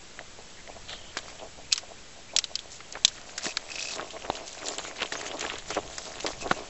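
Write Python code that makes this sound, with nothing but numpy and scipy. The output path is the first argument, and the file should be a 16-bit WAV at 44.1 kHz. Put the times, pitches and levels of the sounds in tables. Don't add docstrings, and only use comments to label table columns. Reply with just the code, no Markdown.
import sys
import numpy as np
from scipy import signal
from scipy.fft import rfft, irfft, next_fast_len
from scipy.io import wavfile
from scipy.ndimage import uniform_filter1d, map_coordinates

SR = 44100
rng = np.random.default_rng(int(sys.argv[2]) if len(sys.argv) > 2 else 0)


def int16_out(signal):
    q = np.round(np.clip(np.atleast_2d(signal).T, -1, 1) * 32767)
    wavfile.write(sys.argv[1], SR, q.astype(np.int16))


N = 295029

# [t/s, middle level/dB]
HANDLING_LEVELS = [(0.0, -58), (0.74, -53), (1.02, -54.5), (1.45, -52.5), (2.87, -57), (3.2, -54),
                   (3.63, -60.5), (4.21, -52.5), (4.79, -60), (5.79, -48.5), (5.96, -50), (6.22, -59),
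                   (6.43, -43.5), (6.69, -54)]
# [f/Hz, relative level per Hz/dB]
RUMBLE_COLOUR = [(8.8, -25), (15, 3.5), (29, -12.5), (49, -8.5), (220, -18.5), (290, -51), (480, -120)]
# [f/Hz, relative level per Hz/dB]
HISS_COLOUR = [(88, -41), (150, -2), (400, 0.5), (1020, -5), (2450, -4), (5820, -6), (7980, -4.5),
               (10400, -41)]
HISS_DB = -49.5
# [t/s, level/dB]
CHIRPS = [(.695, -53), (1.63, -52), (1.965, -52), (2.284, -49), (5.47, -50)]
# [t/s, level/dB before a shared lift]
FITTING_CONTACTS = [(1.7138, -40), (1.7217, -27), (3.4738, -43), (3.491, -37), (3.4986, -47),
                    (3.5068, -37.5), (3.516, -40), (3.7016, -39), (3.7163, -34.5), (3.7557, -31.5),
                    (3.7932, -32), (3.825, -34), (3.855, -34.5), (3.872, -36), (3.8852, -33.5),
                    (3.9078, -34)]
# [f/Hz, middle relative level/dB, time to fall 60 dB/s]
FITTING_MODES = [(2567, 1.5, 0.028), (4200, -17, 0.027), (4780, -9, 0.06), (5380, -8.5, 0.044),
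                 (6030, -11, 0.039)]
# [t/s, length/s, level/dB before the swell, centre f/Hz, width/octaves]
SOFT_SWELLS = [(.57, 0.05, -50.5, 1880, 0.34), (0.876, 0.11, -43, 3520, 0.56),
               (0.913, 0.11, -51, 3180, 0.088), (1.006, 0.13, -51.5, 3100, .2),
               (1.387, 0.035, -48.5, 3000, 0.58), (4.837, 0.1, -47, 2240, 0.35),
               (5.714, 0.087, -41, 2740, 0.49), (6.407, 0.041, -42.5, 2610, 0.1)]
# [t/s, creak level/dB]
SHUFFLE_LEVELS = [(0, -73), (1.0, -58), (1.3, -51.5), (1.7, -76.5), (2.8, -60.5), (3.4, -52.5),
                  (3.9, -49.5), (4.5, -52), (5.3, -46), (5.62, -51), (5.9, -49), (6.35, -47.5), (6.69, -51)]
SHUFFLE_CRACKLE_DB, SHUFFLE_RUSTLE_DB = -1.5, 0.5
# [t/s, hold/s, crackle level/dB, fine rustle level/dB]
LEAF_CRUNCHES = [(.895, .03, -46.5, -50), (1.17, 0.022, -44.5, -61), (1.25, .07, -57, -53),
                 (2.72, 0.056, -65, -46), (2.94, .04, -49.5, -60), (3.05, 0.44, -53.5, -54),
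                 (3.39, 0.076, -44.5, -52), (3.465, .04, -44.5, -40), (3.71, 0.24, -45.5, -41.5),
                 (3.96, 0.073, -45, -55), (4.1, 0.078, -50.5, -49.5), (4.33, 0.071, -45.5, -44),
                 (4.555, 0.091, -47.5, -42.5), (4.66, 0.088, -44.5, -40.5), (4.8, 0.074, -43, -40.5),
                 (5.01, 0.019, -34.5, -44.5), (5.135, .012, -41.5, -54), (5.195, .015, -40.5, -43),
                 (5.262, 0.021, -38, -41), (5.4, 0.13, -38.5, -41.5), (5.7, 0.075, -41.5, -43.5),
                 (5.96, 0.019, -56, -39.5), (6.15, 0.19, -45.5, -45), (6.412, 0.015, -43.5, -43.5),
                 (6.51, 0.022, -38.5, -43), (6.565, 0.032, -44, -44.5)]
CRUNCH_RISE_DB_S, CRUNCH_FALL_DB_S = 333, 249.5
# [f/Hz, relative level per Hz/dB]
CRUNCH_COLOUR = [(900, -25.5), (1400, -18), (2500, -0.5), (4000, -6), (5500, -25)]
# [f/Hz, relative level per Hz/dB]
RUSTLE_COLOUR = [(2500, -30.5), (4000, -5.5), (5500, -1), (7300, 4), (8200, -15)]
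# [t/s, hold/s, creak level/dB]
CREAK_LOADS = [(.205, .01, -42), (.392, 0.0053, -45.5), (.69, 0.0078, -43.5), (.765, 0.0045, -43.5),
               (.91, .03, -47.5), (1.178, 0.013, -43.5), (1.25, 0.014, -45.5), (1.318, 0.004, -43.5),
               (1.4, 0.079, -43), (1.59, 0.0086, -44), (1.838, 0.0075, -47), (1.9, 0.016, -46),
               (2.172, .01, -45.5), (2.336, 0.027, -39), (2.51, .008, -47.5), (2.65, 0.009, -44.5),
               (2.95, 0.0101, -39.5), (3.27, 0.026, -49), (3.45, 0.037, -40.5), (3.65, 0.0101, -46.5),
               (3.74, 0.018, -42.5), (3.97, 0.089, -39), (4.13, 0.037, -43), (4.245, 0.044, -43.5),
               (4.3, 0.025, -45), (4.34, .1, -43.5), (4.555, 0.027, -45.5), (4.62, .125, -41.5),
               (4.788, 0.0024, -35.5), (4.88, 0.035, -43), (5.02, 0.021, -33.5), (5.136, 0.15, -41.5),
               (5.31, 0.05, -38.5), (5.43, 0.039, -35.5), (5.52, 0.026, -36.5), (5.705, .015, -37),
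               (5.772, 0.0069, -27.5), (5.86, 0.038, -43), (6.08, 0.051, -43), (6.172, 0.019, -40),
               (6.254, 0.048, -38), (6.43, .022, -37.5), (6.46, 0.014, -33.5), (6.52, 0.028, -38),
               (6.57, 0.02, -39), (6.61, 0.014, -37)]
CREAK_RISE_DB_S, CREAK_FALL_DB_S = 791, 556.5
# [f/Hz, width/Hz, relative level/dB]
LITTER_HOLLOWS = [(299, 90, -5.5), (420, 56, -1.5), (652, 140, -2), (1102, 77, -6.5), (1270, 110, -11)]
# [t/s before a short delay, level/dB before its two parts, f/Hz]
THUDS = [(1.165, -21.5, 645), (3.461, -19.5, 303), (4.244, -20, 674), (4.2967, -21.5, 351),
         (5.016, -18.5, 480), (5.12, -16.5, 705), (5.437, -16, 636), (5.7, -20, 511), (5.766, -11, 600),
         (6.241, -14.5, 393), (6.263, -26.5, 404), (6.459, -21, 640), (6.509, -6, 346), (6.533, -28, 684)]
PUSH_CYCLES, PUFF_T60_S = 1, 0.036
# [t/s, ring peak/dB, ring f/Hz, dull spray/dB, bright spray/dB (both relative), spray's 60 dB fall/s]
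SNAPS = [(0.1913, -25, 1954, -1, -33, 0.017), (0.6759, -31.5, 2060, -14, -30, 0.034),
         (0.8946, -28, 3190, -6, -7, 0.054), (0.9294, -31, 3170, -1, -8, 0.095),
         (1.17, -17.5, 1700, -7, -5.5, 0.077), (1.188, -22.5, 3720, -8, -11, 0.015),
         (1.727, -4.5, 4540, -22, -3.5, 0.049), (1.7598, -20.5, 4110, -17, -8, 0.041),
         (1.778, -18.5, 5440, -11, -3, 0.068), (2.364, -6.5, 3730, -24, -1, 0.036),
         (2.387, -5, 5500, -19, -7, 0.038), (2.4415, -15.5, 3820, -19, -6, 0.042),
         (2.555, -11.5, 4920, -25, -5, 0.031), (2.591, -23.5, 3520, -28, -7.5, 0.063),
         (2.805, -32.5, 1520, 3, -27, 0.027), (2.9246, -26.5, 6650, -27, 3, 0.013),
         (2.9527, -33.5, 1810, 9, -21, 0.06), (3.049, -0.5, 3700, -25.5, -3, 0.034),
         (3.0556, -22, 5380, -51, -19, 0.029), (3.0787, -18.5, 3980, -16.5, -0.5, 0.061),
         (3.182, -40, 1700, 4.5, -25, 0.03), (3.3786, -23.5, 6090, -1, 5.5, 0.06),
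         (3.456, -23.5, 2665, -2, 4.5, 0.02), (3.466, -21, 1860, -3, 0, 0.02),
         (3.5707, -10, 4300, -5, -6, 0.023), (3.7843, -22.5, 2515, -13, -26.5, 0.02),
         (4.106, -28, 3060, -18, -8.5, 0.173), (4.3006, -11, 800, -23, -22, 0.01),
         (4.3672, -29, 4300, -14, -6, 0.02), (4.3531, -24, 3000, -17, -7.5, 0.077),
         (4.4788, -29.5, 6360, -22, -1, 0.075), (4.5302, -30, 7160, -28, -17, 0.028),
         (4.6847, -15.5, 7270, -19, -12, 0.045), (4.7831, -16, 7800, -11, -47, 0.07),
         (5.0207, -16, 2720, -5, -30, 0.029), (5.0588, -24.5, 3100, -16.5, -9, 0.062),
         (5.1226, -19.5, 1825, -17, -4, 0.088), (5.1368, -25, 4830, -19, -16.5, 0.028),
         (5.1534, -26, 1670, 2.5, -25, 0.049), (5.2128, -28, 1760, -9, 3, 0.04),
         (5.254, -35.5, 2060, 3, -8, 0.088), (5.315, -24.5, 3060, -5, -31, 0.041),
         (5.3952, -21.5, 6760, -21.5, -18, 0.042), (5.4086, -23, 3250, -6.5, 0.5, 0.068),
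         (5.428, -25.5, 2470, -4, -17, 0.047), (5.4996, -20.5, 2780, -4.5, -19, 0.039),
         (5.5562, -26.5, 3360, -4.5, -25, 0.065), (5.5848, -25, 7000, -14, -14, 0.11),
         (5.7038, -25, 5900, -1.5, -3, 0.13), (5.7476, -25, 5850, -6, -6, 0.085),
         (5.9816, -24.5, 7040, 1, 3.5, 0.038), (6.2054, -25, 2720, -29, -5, 0.03),
         (6.2637, -16, 4770, -6.5, -6.5, 0.1), (6.512, -9, 1420, -11, -29, 0.025),
         (6.5147, -12.5, 1300, -15, -31, 0.025)]
SNAP_CYCLES, RING_CYCLES_POWER = 2.44, 0.59
OFFSET = -.003
TOP_HZ = 8130


def amp(db):
    return 10 ** (np.asarray(db) / 20)


def unit(x):
    return x / np.sqrt(np.mean(x ** 2) + 1e-20)


def curves(rows):
    s, *cols = np.transpose(rows)
    return [np.interp(np.arange(N) / SR, s, c) for c in cols]


def wobble(rate):
    knots = rng.standard_normal(int(N * rate / SR) + 4)
    return map_coordinates(knots, [np.arange(N) * rate / SR])


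def filtered(x, response):
    m = next_fast_len(N + SR // 2)
    return irfft(rfft(x, m) * response(np.fft.rfftfreq(m, 1 / SR)), m)[..., :N]


def noise(spectrum):
    f, db = np.transpose(spectrum)
    white = rng.standard_normal(N)
    return unit(filtered(white, lambda hz: amp(np.interp(np.log(hz + 1), np.log(f + 1), db))))


def band(x, low_hz, high_hz):
    return signal.sosfilt(signal.butter(3, [low_hz, high_hz], "bandpass", fs=SR, output="sos"), x)


def add(track, s, sound):
    track[round(s * SR):][:len(sound)] += sound


def patchy(x, depth_db):
    z = signal.stft(x, nperseg=256)[2]
    field = uniform_filter1d(rng.standard_normal(z.shape), size=5, axis=0)
    field = uniform_filter1d(field, size=8, axis=1)
    return unit(signal.istft(z * amp(depth_db * unit(field)), nperseg=256)[1][:N])


def grains(rate, centre_hz, spread, cycles, size_db, clump_db):
    draw = rng.random((int(rate * N / SR), 4))
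    start = (draw[:, 0] * N).astype(int)
    hz = centre_hz * np.exp(spread * (draw[:, 1] + draw[:, 2] - 1))
    hz = np.minimum(hz, TOP_HZ)[:, None]
    size = amp(-size_db * np.log(1 - .995 * draw[:, 3]) + clump_db * wobble(30)[start])
    k = np.arange(128)
    shape = size[:, None] * np.sin(2 * np.pi * hz * k / SR) * np.exp(-k * hz / SR / cycles)
    return unit(np.bincount((start[:, None] + k).ravel(), shape.ravel(), N + len(k))[:N])


def loads(rows, rise_db_s, fall_db_s, floor_db):
    t, level = np.arange(N) / SR, np.array(floor_db)
    for s, hold, *db in rows:
        away = rise_db_s * np.maximum(s - t, 0) + fall_db_s * np.maximum(t - s - hold, 0)
        level = np.maximum(level, np.array(db)[:, None] - away)
    return level


def camera():
    rumble_db = curves(HANDLING_LEVELS)[0] + 1.3 * wobble(6.7)
    return amp(rumble_db) * noise(RUMBLE_COLOUR) + amp(HISS_DB) * noise(HISS_COLOUR)


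def bird():
    track, u = np.zeros(N + SR), np.linspace(0, 1, round(0.039 * SR))
    pitch_hz = 2280 + 650 * u ** 2 + 60 * np.sin(40 * u)
    whistle = np.sin(2 * np.pi * np.cumsum(pitch_hz) / SR) * np.sin(np.pi * u)
    for s, db in CHIRPS:
        add(track, s, amp(db) * whistle)
    return track[:N]


def soft_swells():
    track = np.zeros(N + SR)
    for s, length, db, hz, octaves in SOFT_SWELLS:
        u = np.linspace(0, 1, round(length * SR))
        white = rng.standard_normal((2, len(u)))
        grain = amp(1.5 * unit(band(white[1], 40, 330)))
        banded = band(white[0], hz * 2 ** (-octaves / 2), hz * 2 ** (octaves / 2))
        swell = np.sin(np.pi * u ** 0.61) ** 0.7
        add(track, s, amp(db) * unit(banded * grain) * swell)
    return track[:N]


def fitting():
    track, t = np.zeros(N + SR), np.arange(SR // 8) / SR
    attack = 1 - np.exp(-t / 0.00028)
    for s, db in FITTING_CONTACTS:
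        ring = 0
        for hz, level, t60 in FITTING_MODES:
            fading = amp(level + rng.normal(0, 1.0) - 60 * t / t60)
            ring = ring + fading * np.sin(2 * np.pi * hz * t)
        rasp = amp(-6.5 - 60 * t / 0.04) * unit(band(rng.standard_normal(len(t)), 3000, 9600))
        add(track, s, amp(db + 5.0) * (ring + rasp) * attack)
    return track[:N]


def leaves():
    shuffle_db = curves(SHUFFLE_LEVELS)[0] + np.array([[SHUFFLE_CRACKLE_DB], [SHUFFLE_RUSTLE_DB]])
    crackle_db, rustle_db = loads(LEAF_CRUNCHES, CRUNCH_RISE_DB_S, CRUNCH_FALL_DB_S, shuffle_db)
    coarse = grains(1100, centre_hz=2400, spread=1, cycles=1.2, size_db=5.5, clump_db=2.2)
    crackle = unit(coarse + 0.5 * patchy(noise(CRUNCH_COLOUR), depth_db=5.0))
    fine = grains(2500, centre_hz=6410, spread=0.76, cycles=2.4, size_db=4, clump_db=6.0)
    rustle = unit(fine + 0.66 * patchy(noise(RUSTLE_COLOUR), depth_db=6.0))
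    return amp(crackle_db) * crackle + amp(rustle_db) * rustle


def hollows(f):
    total = 0
    for k, (centre, width, db) in enumerate(LITTER_HOLLOWS):
        resonance = 1j * f * width / (centre * centre - f * f + 1j * f * width)
        total = total + (-1) ** k * amp(db) * resonance
    return total


def creak():
    creak_db = loads(CREAK_LOADS, CREAK_RISE_DB_S, CREAK_FALL_DB_S, curves(SHUFFLE_LEVELS))[0]
    slip_rate = 85 * amp(4 * wobble(40))
    slip_count = np.floor(np.cumsum(slip_rate) / SR)
    slips = np.diff(slip_count, prepend=0) * amp(3 * wobble(90))
    grit = .4 * rng.standard_normal(N) * amp(3 * wobble(25))
    heavy = unit(filtered(band(unit(slips) + grit, 260, 1200), hollows))
    light = unit(band(heavy, 400, 1150))
    smooth_db = uniform_filter1d(creak_db, size=SR // 3)
    weight = np.clip((0.44 * creak_db + 0.56 * smooth_db + 57) / 13, .5, 1)
    return amp(creak_db) * (weight * heavy + (1 - weight) * light)


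def thuds():
    track, t = np.zeros(N + SR), np.arange(SR // 6) / SR
    attack = 1 - np.exp(-t / 0.00074)
    for s, db, hz in THUDS:
        push = np.sin(2 * np.pi * hz * t + 1.0) * np.exp(-t * hz / PUSH_CYCLES)
        puff = unit(band(rng.standard_normal(len(t)), hz * 0.37, hz * 2.68))
        puff = puff * amp(-60 * t / PUFF_T60_S)
        add(track, s + 0.00367, amp(db) * attack * (amp(-3.5) * push + amp(-10) * puff))
    return track[:N]


def snaps():
    track, t = np.zeros(N + SR), np.arange(SR // 8) / SR
    for s, db, hz, dull_db, bright_db, t60 in SNAPS:
        white = rng.standard_normal((4, len(t)))
        dying = (amp(-60 * t / t60) + amp(-60 * t / 0.016)) * (1 - np.exp(-t / 0.00063))
        splinters = amp(1.33 * unit(band(white[3], 100, 750)))
        spray = amp(-7.0) * unit(band(white[0], 2610, 4370))
        spray = spray + amp(dull_db) * unit(band(white[1], 1070, 2290))
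        spray = spray + amp(bright_db) * unit(band(white[2], 4130, 8330))
        cycles = SNAP_CYCLES * (hz / 3000) ** RING_CYCLES_POWER
        ring = np.sin(2 * np.pi * hz * t) * np.exp(-t * hz / cycles) * (1 - np.exp(-t / 0.000077))
        ring = ring / np.abs(ring).max()
        add(track, s, amp(db) * (ring + amp(-10.0) * dying * splinters * spray))
    return track[:N]


def scene():
    background = camera() + bird() + soft_swells() + fitting()
    feet = leaves() + creak() + thuds() + snaps()
    return (background + feet)[None]


def record(dry):
    clipped = dry / (1 + np.abs(dry / .84) ** 10) ** (1 / 10)
    return filtered(clipped + OFFSET, lambda hz: np.clip((TOP_HZ + 130 - hz) / 500, 0, 1) ** 3)


dry = scene()
out = record(dry)
int16_out(out)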